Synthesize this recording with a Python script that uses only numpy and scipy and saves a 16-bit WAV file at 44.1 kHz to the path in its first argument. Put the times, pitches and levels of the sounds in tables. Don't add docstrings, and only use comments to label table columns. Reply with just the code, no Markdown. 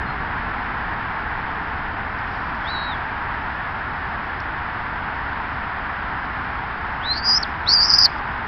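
import sys
import numpy as np
from scipy import signal
from scipy.fft import rfft, irfft, next_fast_len
from scipy.io import wavfile
from scipy.ndimage import uniform_filter1d

SR = 44100
rng = np.random.default_rng(int(sys.argv[2]) if len(sys.argv) > 2 else 0)


def persist_wave(psi):
    counts = np.round(np.clip(psi, -1, 1) * 32767).astype(np.int16)
    wavfile.write(sys.argv[1], SR, np.atleast_2d(counts).T)


N = 373527
TIME = np.arange(N) / SR


def from_db(db):
    return 10 ** (np.asarray(db) / 20)


def rms_one(x):
    return x / np.sqrt(np.mean(x ** 2) + 1e-20)


def in_time(rows):
    s, *columns = np.transpose(rows)
    return [np.interp(TIME, s, c) for c in columns]


def gate(rows, fade_s=0.0048):
    return np.clip(np.minimum(TIME - rows[0][0], rows[-1][0] - TIME) / fade_s + 1, 0, 1)


def drift(rate_hz):
    lowpass = signal.butter(2, rate_hz, fs=SR, output="sos")
    return rms_one(signal.sosfilt(lowpass, rng.standard_normal(N + SR))[SR:])


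def resonance(x, hz, width_hz):
    r = np.exp(-np.pi * width_hz / SR)
    feedback = [1, -2 * r * np.cos(2 * np.pi * hz / SR), r * r]
    return signal.lfilter(np.array([1, 0, -1]) * (1 - r * r) / 2, feedback, x + 1e-18)


def hiss(hz, width_hz):
    return rms_one(resonance(resonance(rng.standard_normal(N), hz, width_hz), hz, width_hz))


def coloured_noise(colour):
    size = next_fast_len(N)
    hz = np.arange(size // 2 + 1) * SR / size
    points_hz, points_db = np.transpose(colour)
    gain = from_db(np.interp(np.log(hz + 1), np.log(points_hz), points_db)) * (hz < points_hz[-1])
    return rms_one(irfft(rfft(rng.standard_normal(size)) * gain, size)[:N])


def background(hum_hz=60.75, hum_db=-47):
    # time in seconds, rush level in dB, rumble level in dB.
    levels = [(0, -27.5, -31), (.5, -26.5, -33), (1.6, -27, -33), (2.25, -27.5, -34), (2.7, -26.5, -34.5),
              (3.3, -27, -34), (4.3, -27.5, -34.5), (5.4, -27, -35), (7.2, -27.5, -34.5), (8.47, -27, -35)]
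    # frequency in Hz, relative level in dB.
    rush_colour = [(300, -22.5), (520, -15), (620, -10), (730, -3.5), (910, 1), (1200, -2.5), (1500, -.5),
                   (1780, -2), (2150, -10), (2600, -16), (3300, -22), (4100, -29.5), (5100, -32.5),
                   (5500, -37)]
    rumble_colour = [(12, -9), (25, -3), (42, -2), (75, 0), (110, -4.5), (160, -7.5), (270, -9),
                     (360, -14.5), (450, -14.5), (540, -24.5), (900, -42.5)]
    rush_db, rumble_db = in_time(levels)
    rush = from_db(rush_db) * coloured_noise(rush_colour)
    rumble = from_db(rumble_db) * coloured_noise(rumble_colour)
    hum_phase = 2 * np.pi * np.cumsum(hum_hz + 2.3 * drift(4)) / SR
    return rush + rumble + from_db(hum_db) * np.sqrt(2) * np.sin(hum_phase)


def small_bird(hz=4183.7, rise_10_db_s=0.004177, t60_s=0.1305):
    # time of a peep's peak in seconds, level in dB.
    peeps = [(.069, -46.5), (.101, -47), (.195, -52)]
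    envelope = np.zeros(N)
    for s, level_db in peeps:
        below_peak_db = np.maximum((s - TIME) / rise_10_db_s * 10, (TIME - s) / t60_s * 60)
        envelope += from_db(level_db - np.minimum(below_peak_db, 200))
    return envelope * np.sqrt(2) * np.sin(2 * np.pi * hz * TIME)


def feathers():
    # time in seconds, rustle level in dB.
    rustle = [(2.1, -75), (2.28, -67.5), (2.35, -52.5), (2.41, -65.5), (2.45, -57.5), (2.58, -73.5),
              (2.68, -54), (2.78, -68)]
    level_db, = in_time(rustle)
    return from_db(level_db + 3 * drift(90)) * gate(rustle) * hiss(4800, width_hz=2200)


def ticks(attack_s=0.00089):
    # start in seconds, level in dB, pitch in Hz, seconds to fall by 60 dB.
    cracks = [(2.188, -44.5, 5300, 0.017), (2.2121, -37.5, 4000, .013), (2.5475, -40, 4764, 0.01936),
              (4.4026, -30.5, 4989, 0.01302), (5.3328, -41.5, 3800, .012), (6.254, -39.5, 3596, .01)]
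    out = np.zeros(N)
    for s, level_db, hz, t60_s in cracks:
        age = np.maximum(TIME - s, 0)
        envelope = np.minimum(age / attack_s, 1) * from_db(-60 * np.minimum(age / t60_s, 2))
        out += from_db(level_db) * envelope * hiss(hz, width_hz=1200)
    return out


def bushes(x):
    # delay in seconds, echo level in dB.
    echoes = [(0.02, -34.5), (.047, -37.5), (.083, -43.5), (.135, -42)]
    return sum(from_db(level_db) * np.interp(TIME - s, TIME, x, left=0) for s, level_db in echoes)


def syrinx(call, rough, flutter_hz, chop, swing_hz, lag, jitter, uneven_db, rasp_db, waver_hz):
    pitch_hz, level_db = in_time(call)
    cycles = np.cumsum(flutter_hz * np.exp(jitter * np.sqrt(rough) * drift(160))) / SR
    flutter_phase = 2 * np.pi * cycles
    opening = 1 - np.clip(chop * rough, 0, 1) * np.cos(flutter_phase)
    pulse = cycles.astype(int) % SR
    per_pulse = rng.uniform(-0.91, 1, (SR, 2))[pulse].T
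    strength, detune = uniform_filter1d(per_pulse, size=40, axis=1)
    opening *= from_db(uneven_db * np.sqrt(rough) * strength)
    opening /= np.sqrt(uniform_filter1d(opening ** 2, size=700) + 1e-9)
    hz = pitch_hz + rough * (waver_hz * detune - swing_hz * np.cos(flutter_phase - lag))
    envelope = np.sqrt(2) * from_db(level_db) * opening
    envelope /= (1 + (envelope / .76) ** 6) ** (1 / 6)
    whistle = envelope * np.sin(2 * np.pi * np.cumsum(hz) / SR)
    rasp = from_db(level_db + rasp_db) * rough * np.sqrt(opening) * hiss(5300, width_hz=830)
    return gate(call) * (whistle + rasp)


def mew(settled_hz=346.35, start_extra_hz=380.44, settle_s=0.056):
    # time in seconds, pitch in Hz, level in dB.
    call = [(2.645, 3340, -46), (2.66, 3230, -40.5), (2.683, 3761, -34), (2.718, 4026, -34.5),
            (2.762, 3892, -31.5), (2.8, 3864, -35), (2.86, 3887, -36.5), (2.905, 3838, -36),
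            (2.953, 3300, -41.5)]
    # time in seconds, roughness from 0 to 1.
    roughness = [(2.66, 0.02), (2.703, 0.5), (2.72, 0.13), (2.848, 0.5), (2.87, 0.13)]
    rough, = in_time(roughness)
    age = np.maximum(TIME - call[0][0], 0)
    flutter_hz = settled_hz + start_extra_hz * np.exp(-age / settle_s)
    return syrinx(call, rough, flutter_hz, chop=.985, swing_hz=390, lag=.1,
                  jitter=.1, uneven_db=4, rasp_db=-25.5, waver_hz=130)


def squeal():
    # time in seconds, pitch in Hz, level in dB.
    rise_call = [(7.012, 2779, -44.5), (7.06, 3858, -31), (7.097, 4012, -23.5), (7.118, 4170, -17.5),
                 (7.148, 4202, -33), (7.18, 4540, -26), (7.215, 4550, -42), (7.255, 4835, -22),
                 (7.295, 4903, -14.5), (7.34, 4871, -16), (7.369, 5300, -15), (7.381, 5030, -15),
                 (7.388, 5490, -34.5), (7.424, 5471, -36.5)]
    yelp_call = [(7.429, 5080, -29.5), (7.4325, 4588, -17.5), (7.435, 4332, -14.5), (7.438, 4100, -33),
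                 (7.444, 3402, -36.5)]
    # time in seconds, roughness from 0 to 1.
    roughness = [(7.06, .22), (7.11, .02), (7.125, .05), (7.14, .65), (7.19, 0.723), (7.21, .18),
                 (7.25, 0.3949), (7.38, 0.2704)]
    rough, = in_time(roughness)
    rise = syrinx(rise_call, rough, flutter_hz=322, chop=.62, swing_hz=384.8, lag=.77,
                  jitter=.23, uneven_db=4, rasp_db=-15, waver_hz=170)
    yelp = syrinx(yelp_call, rough=.34, flutter_hz=267, chop=.9, swing_hz=341.4, lag=.9,
                  jitter=.22, uneven_db=6, rasp_db=-17, waver_hz=170.7)
    return rise + yelp


def overtone(hz=5500.1, waver_hz=230.27, flicker_db=3):
    # time in seconds, peak level in dB around which the whistle flickers.
    levels = [(7.686, -44.5), (7.694, -20.5), (7.718, -25.5), (7.74, -12), (7.75, -54), (7.81, -41.5),
              (7.858, -16.5), (7.88, -25), (8.055, -28)]
    level_db, = in_time(levels)
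    whistle = np.sin(2 * np.pi * np.cumsum(hz + waver_hz * drift(399)) / SR)
    return from_db(level_db + flicker_db * np.tanh(drift(300))) * gate(levels) * whistle


def open_beak(x, cutoff_hz=4170):
    return signal.sosfilt(signal.butter(7, cutoff_hz, "high", fs=SR, output="sos"), x + 1e-18)


def scream(start_flutter_hz=335, rattle_hz=232, rattle_from_s=7.77, glide_s=0.016):
    # time in seconds, pitch in Hz, level in dB driving the syrinx.
    call = [(7.662, 3305, -24), (7.689, 4396, -12.5), (7.712, 4517, -15.5), (7.739, 4982, -11.5),
            (7.778, 4646, -15.5), (7.832, 4821, -13), (7.874, 5120, -24), (7.908, 4930, -10.5),
            (7.924, 5040, -19.5), (7.939, 4886, -8), (7.978, 5054, -24), (7.987, 4895, -4.5),
            (7.996, 4945, -14), (8.044, 4884, -11.5), (8.056, 4713, -1), (8.069, 3975, -28.5)]
    # time in seconds, roughness from 0 to 1.
    roughness = [(7.662, 0.13394), (7.69, 0.554), (7.738, .6), (7.75, 0.2097), (7.795, 0.33), (7.85, .9),
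                 (7.99, 0.65), (8.04, 0.8886), (8.06, 0.84)]
    rough, = in_time(roughness)
    rattling = (1 + np.tanh((TIME - rattle_from_s) / glide_s)) / 2
    flutter_hz = start_flutter_hz + (rattle_hz - start_flutter_hz) * rattling
    voice = syrinx(call, rough, flutter_hz, chop=.9315, swing_hz=210, lag=1.6,
                   jitter=.23, uneven_db=6, rasp_db=-17.5, waver_hz=179.52)
    return open_beak(voice)


def scene():
    calls = mew() + squeal() + scream() + overtone()
    return (calls + bushes(calls) + small_bird() + ticks() + feathers() + background())[None]


def record(dry):
    sampled = 4 * dry * (np.arange(N) % 4 == 0)
    smoothing = signal.firwin(135, SR / 8, window=("kaiser", 9), fs=SR)
    dulled = signal.fftconvolve(sampled, smoothing[None], mode="same")
    clipped = np.clip(dulled, -.71, .71)
    high_cut = signal.cheby2(12, 70, 16000, fs=SR, output="sos")
    return signal.sosfilt(high_cut, clipped)


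dry = scene()
out = record(dry)
persist_wave(out)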